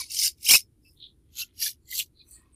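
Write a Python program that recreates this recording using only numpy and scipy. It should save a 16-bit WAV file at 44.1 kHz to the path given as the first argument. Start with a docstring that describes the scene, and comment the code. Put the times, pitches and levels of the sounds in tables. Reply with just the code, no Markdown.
"""A dry, squeaky paper scrape comes first, close to the microphone in a quiet room with a low hum of air.
A vinyl record is eased out of a paper sleeve in six short tugs: each is hiss mixed with thousands of tiny
gliding whistles, as paper fibres stick and slip. Clear squeaks are bending tones with an octave;
faint rubs, mostly between tugs, are narrow bands of noise, and ticks are very short noise bursts.
The hardest tug overloads the input, which thickens it into a knock."""
import sys
import numpy as np
from scipy import signal
from scipy.fft import rfft, irfft
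from scipy.io import wavfile
from scipy.ndimage import uniform_filter1d

SR = 44100
rng = np.random.default_rng(int(sys.argv[2]) if len(sys.argv) > 2 else 0)


def transcribe(u):
    """Save the signal u as a 16-bit wav file named by the first command-line argument.

    u: samples, shape (n,) or (channels, n), limited to [-1, 1]; the rate is SR.
    q: integer samples, one column per channel.
    """
    v = np.clip(np.atleast_2d(u).T, -1, 1)
    q = np.round(v * 32767).astype(np.int16)
    wavfile.write(sys.argv[1], SR, q)


def attenuation_scalar(level_db):
    """Turn a level in dB into a linear amplitude multiplier (20 dB per decade)."""
    decades = np.asarray(level_db, float) / 20
    return 10 ** decades


N = 112454  # length in samples, about 2.55 s

JUDDER_DB = 2.2  # rms depth of the uneven grip
JUDDER_WINDOW = 133  # samples, 3 ms
STREAK_DB = 3.3  # rms depth of the streaks that the sheet's many modes leave across the spectrum


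def evened(x):
    """Scales a sound to an rms of 1."""
    return x / np.sqrt(np.mean(x ** 2) + 1e-20)


def slow(size, window):
    """Noise smoothed twice over a window of so many points, at an rms of 1."""
    once = uniform_filter1d(rng.standard_normal(size), window)
    return evened(uniform_filter1d(once, window))


def coloured(x, points):
    """Gives x the spectrum of a (Hz, dB) table, joined by straight lines over log frequency."""
    table_hz, table_db = np.transpose(points)
    hz = np.fft.rfftfreq(len(x), 1 / SR)
    db = np.interp(np.log(hz + 1), np.log(table_hz + 1), table_db)
    return evened(irfft(rfft(x) * attenuation_scalar(db), len(x)))


def band(x, hz, width):
    """Keeps a flat-topped band with steep sides."""
    away = 2 * (np.fft.rfftfreq(len(x), 1 / SR) - hz) / width
    return irfft(rfft(x) / (1 + away ** 4), len(x))


def add(mix, start, sound):
    """Adds a sound at its start in seconds, trimming whatever falls outside the mix."""
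    at = round(start * SR)
    part = mix[max(at, 0):][:len(sound) + min(at, 0)]
    part += sound[max(-at, 0):][:len(part)]


# The quiet room as the microphone hears it. Each row: frequency in Hz, relative level in dB.
ROOM_COLOUR = [(32, -13.5), (62, 1), (110, -6), (200, -17), (330, -13), (620, -37.5), (1500, -43),
               (8200, -46.5), (9500, -36.5), (15500, -52.5)]


def room():
    """Steady noise, strongest in the bass, at a low level behind the paper."""
    return attenuation_scalar(-62) * coloured(rng.standard_normal(N), ROOM_COLOUR)


def friction():
    """Stick-slip: hiss with a swarm of short whistles, rising, but falling as the first tug slows."""
    slips_per_s, cycles, spread_db = 4500, 40, 2.6
    draw = rng.random((int(slips_per_s * N / SR), 5))
    at, pitch, long, size, phase = draw.T[:, :, None]
    hz = 900 + 14800 * pitch
    n = np.arange(768)  # samples; no slip outlasts 17 ms
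    length = cycles * (.3 + long) * np.sqrt(hz / 5000)  # in cycles of the whistle
    u = np.clip(n * hz / SR / length, 0, 1)  # progress through the slip

    first_release = TUG_MOVES[0][1]
    glide = .06 * np.where(at * N / SR < first_release, -2, 1)  # share of the pitch
    turns = hz * n / SR * (1 + glide * (u - 1) / 2) + phase
    grain = np.sin(np.pi * u) ** 2 * np.sin(2 * np.pi * turns)
    # equal energy first, then many small slips and a few big ones
    grain /= np.linalg.norm(grain, axis=1, keepdims=True)
    grain *= attenuation_scalar(-spread_db * np.log(size + 0.0039))

    place = (at * N).astype(int) + n
    slips = np.bincount(place.ravel(), grain.ravel(), N)[:N]
    share = .6  # of the power, in slips; the rest is plain hiss
    rubbing = np.sqrt(share) * evened(slips) + np.sqrt(1 - share) * rng.standard_normal(N)
    # the grip judders, all pitches together
    return rubbing * attenuation_scalar(JUDDER_DB * slow(N, JUDDER_WINDOW))


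# The hand's six tugs: each swells to a grip, drags, and lets go. Each row: grip in seconds,
# release in seconds, level at the grip in dB, level at the release in dB, swell in seconds.
TUG_MOVES = [(0, .07, -28, -51.5, .02), (0.111, 0.264, -37.5, -19, 0.04), (0.513, 0.549, -11.5, -9.5, 0.1),
             (1.393, 1.419, -32, -34.5, 0.076), (1.625, 1.685, -25, -29, 0.068),
             (1.924, 1.999, -36.5, -25.5, 0.069)]
# Colour of each tug, set by where the paper grips: one list per tug.
# Each row of a list: frequency in Hz, relative level in dB.
TUG_COLOURS = [
    [(1800, -32), (2310, -13), (3040, -20), (4740, -0.5), (7800, -14.5), (10300, -7), (15600, -31)],
    [(1400, -46), (2100, -17), (3200, -14.5), (5300, -2.5), (8100, -12.5), (9300, -7), (15600, -16)],
    [(1100, -49), (1800, -36), (2150, -12.5), (3600, -11), (5300, -4), (7800, -11), (9200, -5.5),
     (15600, -14)],
    [(1100, -31.5), (2100, -20.5), (2770, 3), (4500, 0.5), (7100, 1), (9000, -16.5), (12000, 2.5),
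     (15600, -20.5)],
    [(1150, -38), (1700, -18), (3300, -6.5), (5600, -0.5), (8000, -13), (9600, -8.5), (11700, -1.5),
     (15600, -17)],
    [(1500, -39), (2250, -24.5), (4300, 0), (5900, -9), (7500, -2), (8900, -13.5), (12100, -2),
     (15600, -12)],
]


def tugs():
    """Each tug takes a stretch of friction, its own streaked colour and the shared pressure shape."""
    let_go_s, skirt_db, skirt_curve = 0.068, -41, 1.19  # level falls by skirt_db one swell or let-go away
    rubbing, out, t = friction(), np.zeros(N), np.arange(N) / SR
    for (grip, release, grip_db, release_db, swell), colour in zip(TUG_MOVES, TUG_COLOURS):
        near = (t > grip - 2 * swell) & (t < release + 2 * let_go_s)
        now = t[near]
        spectrum = rfft(coloured(rubbing[near], colour))
        streaks = slow(8192, 51)  # points spread evenly from 0 Hz to SR / 2
        position = np.linspace(0, 8191, len(spectrum))
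        spectrum *= attenuation_scalar(STREAK_DB * np.interp(position, np.arange(8192), streaks))

        before = np.maximum((grip - now) / swell, 0)
        after = np.maximum((now - release) / let_go_s, 0)
        drag_db = np.interp(now, [grip, release], [grip_db, release_db])
        pressure_db = drag_db + skirt_db * (before + after) ** skirt_curve
        out[near] += evened(irfft(spectrum, near.sum())) * attenuation_scalar(pressure_db)
    return out


# Clear squeaks, close to the microphone. Each row: start in seconds, length in seconds,
# start pitch in Hz, end pitch in Hz, level in dB.
CLEAR_SQUEAKS = [(0, .026, 1250, 1000, -45), (0, 0.055, 2380, 2270, -43), (.166, .012, 3130, 3170, -32),
                 (.27, 0.013, 2780, 2930, -32), (.463, .02, 2150, 3300, -28),
                 (.495, 0.017, 2350, 3420, -16), (.505, 0.027, 2100, 2380, -18),
                 (.532, .04, 2000, 2610, -13), (.845, 0.064, 2600, 2640, -62),
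                 (1.414, 0.03, 2900, 2700, -34), (1.622, 0.023, 5400, 5760, -27.5),
                 (1.66, 0.02, 1773, 1698, -39), (1.924, 0.018, 2040, 2030, -37),
                 (2.2, .04, 2450, 2460, -65)]


def squeak(start, length, hz0, hz1, db):
    """A steady stick-slip tone that bends quickly to its end pitch and fades, with its octave."""
    bend_s, wobble, octave_db, flutter_db = .0055, .013, -9, 2.2
    t = np.arange(0, length, 1 / SR)
    u = t / length
    hz = hz1 + (hz0 - hz1) * np.exp(-t / bend_s)
    turns = np.cumsum(hz * (1 + wobble * slow(len(u), 38))) / SR
    tone = np.zeros(len(u))
    for k in (1, 2):
        if k * hz1 < SR / 3:
            tone += attenuation_scalar(octave_db * (k - 1)) * np.sin(2 * np.pi * k * turns)
    # full after 15 % of the length, fading over the last 60 %
    ramp = np.minimum(np.minimum(2 * u, (1 - u) / 2) / .3, 1)
    swell = np.sin(np.pi / 2 * ramp) ** 2
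    return start, attenuation_scalar(db + flutter_db * slow(len(u), 67)) * tone * swell


# Narrow rubs of the paper, most of them faint and between tugs. Each row: middle in seconds,
# length in seconds, centre in Hz, width in Hz, level in dB.
PAPER_RUBS = [(.62, 0.079, 5250, 300, -55.5), (0.878, .12, 5100, 650, -60.5), (.9, .3, 11500, 7000, -69),
              (1.0363, 0.14, 3715, 920, -45), (.115, .07, 2750, 220, -48), (.255, .06, 1650, 200, -46),
              (1.925, .12, 2050, 160, -52), (1.9, .15, 7300, 800, -58), (1.9, .15, 4350, 450, -61),
              (1.42, .46, 3000, 2600, -71), (.192, .065, 5600, 2500, -28), (2.45, .3, 1050, 300, -75),
              (2.2, 0.12, 4080, 740, -53.5), (2.335, .15, 8300, 1900, -48.5), (2.34, .13, 4400, 500, -64),
              (2.295, 0.11, 6030, 250, -63), (2.315, .21, 12200, 6500, -61), (2.38, 0.22, 1830, 150, -71),
              (2.37, .5, 1800, 5800, -72.5), (1.41, 0.11, 1425, 200, -59), (2.003, 0.055, 3000, 1300, -31),
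              (2.55, 0.072, 8700, 830, -59)]


def rub(middle, length, hz, width, db):
    """Grainy, streaked hiss in one band of the paper, swelling fast and trailing off slower."""
    grain_db, skew, curve = 2.9, .75, 1.5  # skew: swell time as a share of the trailing time
    t = np.arange(-length, length, 1 / SR)[:SR]
    spectrum = rfft(band(rng.standard_normal(SR), hz, width))
    streaks = attenuation_scalar(STREAK_DB * slow(len(spectrum), 101))  # window in Hz: the noise lasts one second
    hiss = irfft(spectrum * streaks, SR) * attenuation_scalar(grain_db * slow(SR, JUDDER_WINDOW))
    away = abs(2 * t / length / np.where(t < 0, skew, 1))
    return middle - length, evened(hiss)[:len(t)] * attenuation_scalar(db - 20 * away ** curve)


# Small paper ticks near the microphone. Each row: time in seconds, peak level in dB, centre in Hz.
PAPER_TICKS = [(.107, -26, 6000), (.572, -14, 5590), (2.3096, -40.5, 12410), (2.3316, -41, 8900),
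               (2.3481, -41, 8700), (2.4194, -56, 11200)]


def tick(start, db, hz):
    """A fibre snaps: a very short bright burst of noise."""
    decay_s, width = .0015, .33  # width as a share of the centre
    t = np.arange(-100, 400) / SR
    noise = rng.standard_normal(len(t)) * np.exp(-t / decay_s) * (t > 0)
    burst = band(noise, hz, width * hz)
    return start + t[0], attenuation_scalar(db) * burst / abs(burst).max()


def scene():
    """Tugs over the quiet room, with every squeak, rub and tick laid in at its time."""
    mix = tugs() + room()
    for table, source in ((CLEAR_SQUEAKS, squeak), (PAPER_RUBS, rub), (PAPER_TICKS, tick)):
        for row in table:
            add(mix, *source(*row))
    return mix[None]


def overload(dry):
    """The input saturates at a firm knee; a little of the square makes it lopsided."""
    ceiling_db, knee, lopsided = -8.5, 4.5, .03
    over = abs(dry) / attenuation_scalar(ceiling_db)
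    full = dry / (1 + over ** knee) ** (1 / knee)
    return full + lopsided * full ** 2


def top_cut(x):
    """Nothing passes above the cut-off."""
    return signal.sosfilt(signal.butter(12, 15790, fs=SR, output="sos"), x)


def record(dry):
    """The close microphone's input overloads, then a steep low-pass at 15.5 kHz limits the band."""
    full = overload(dry)
    lowpass = signal.firwin(255, 15500, window=("kaiser", 8), fs=SR)
    finished = signal.oaconvolve(full, lowpass[None], "same")
    return top_cut(finished)


dry = scene()
out = record(dry)
transcribe(out)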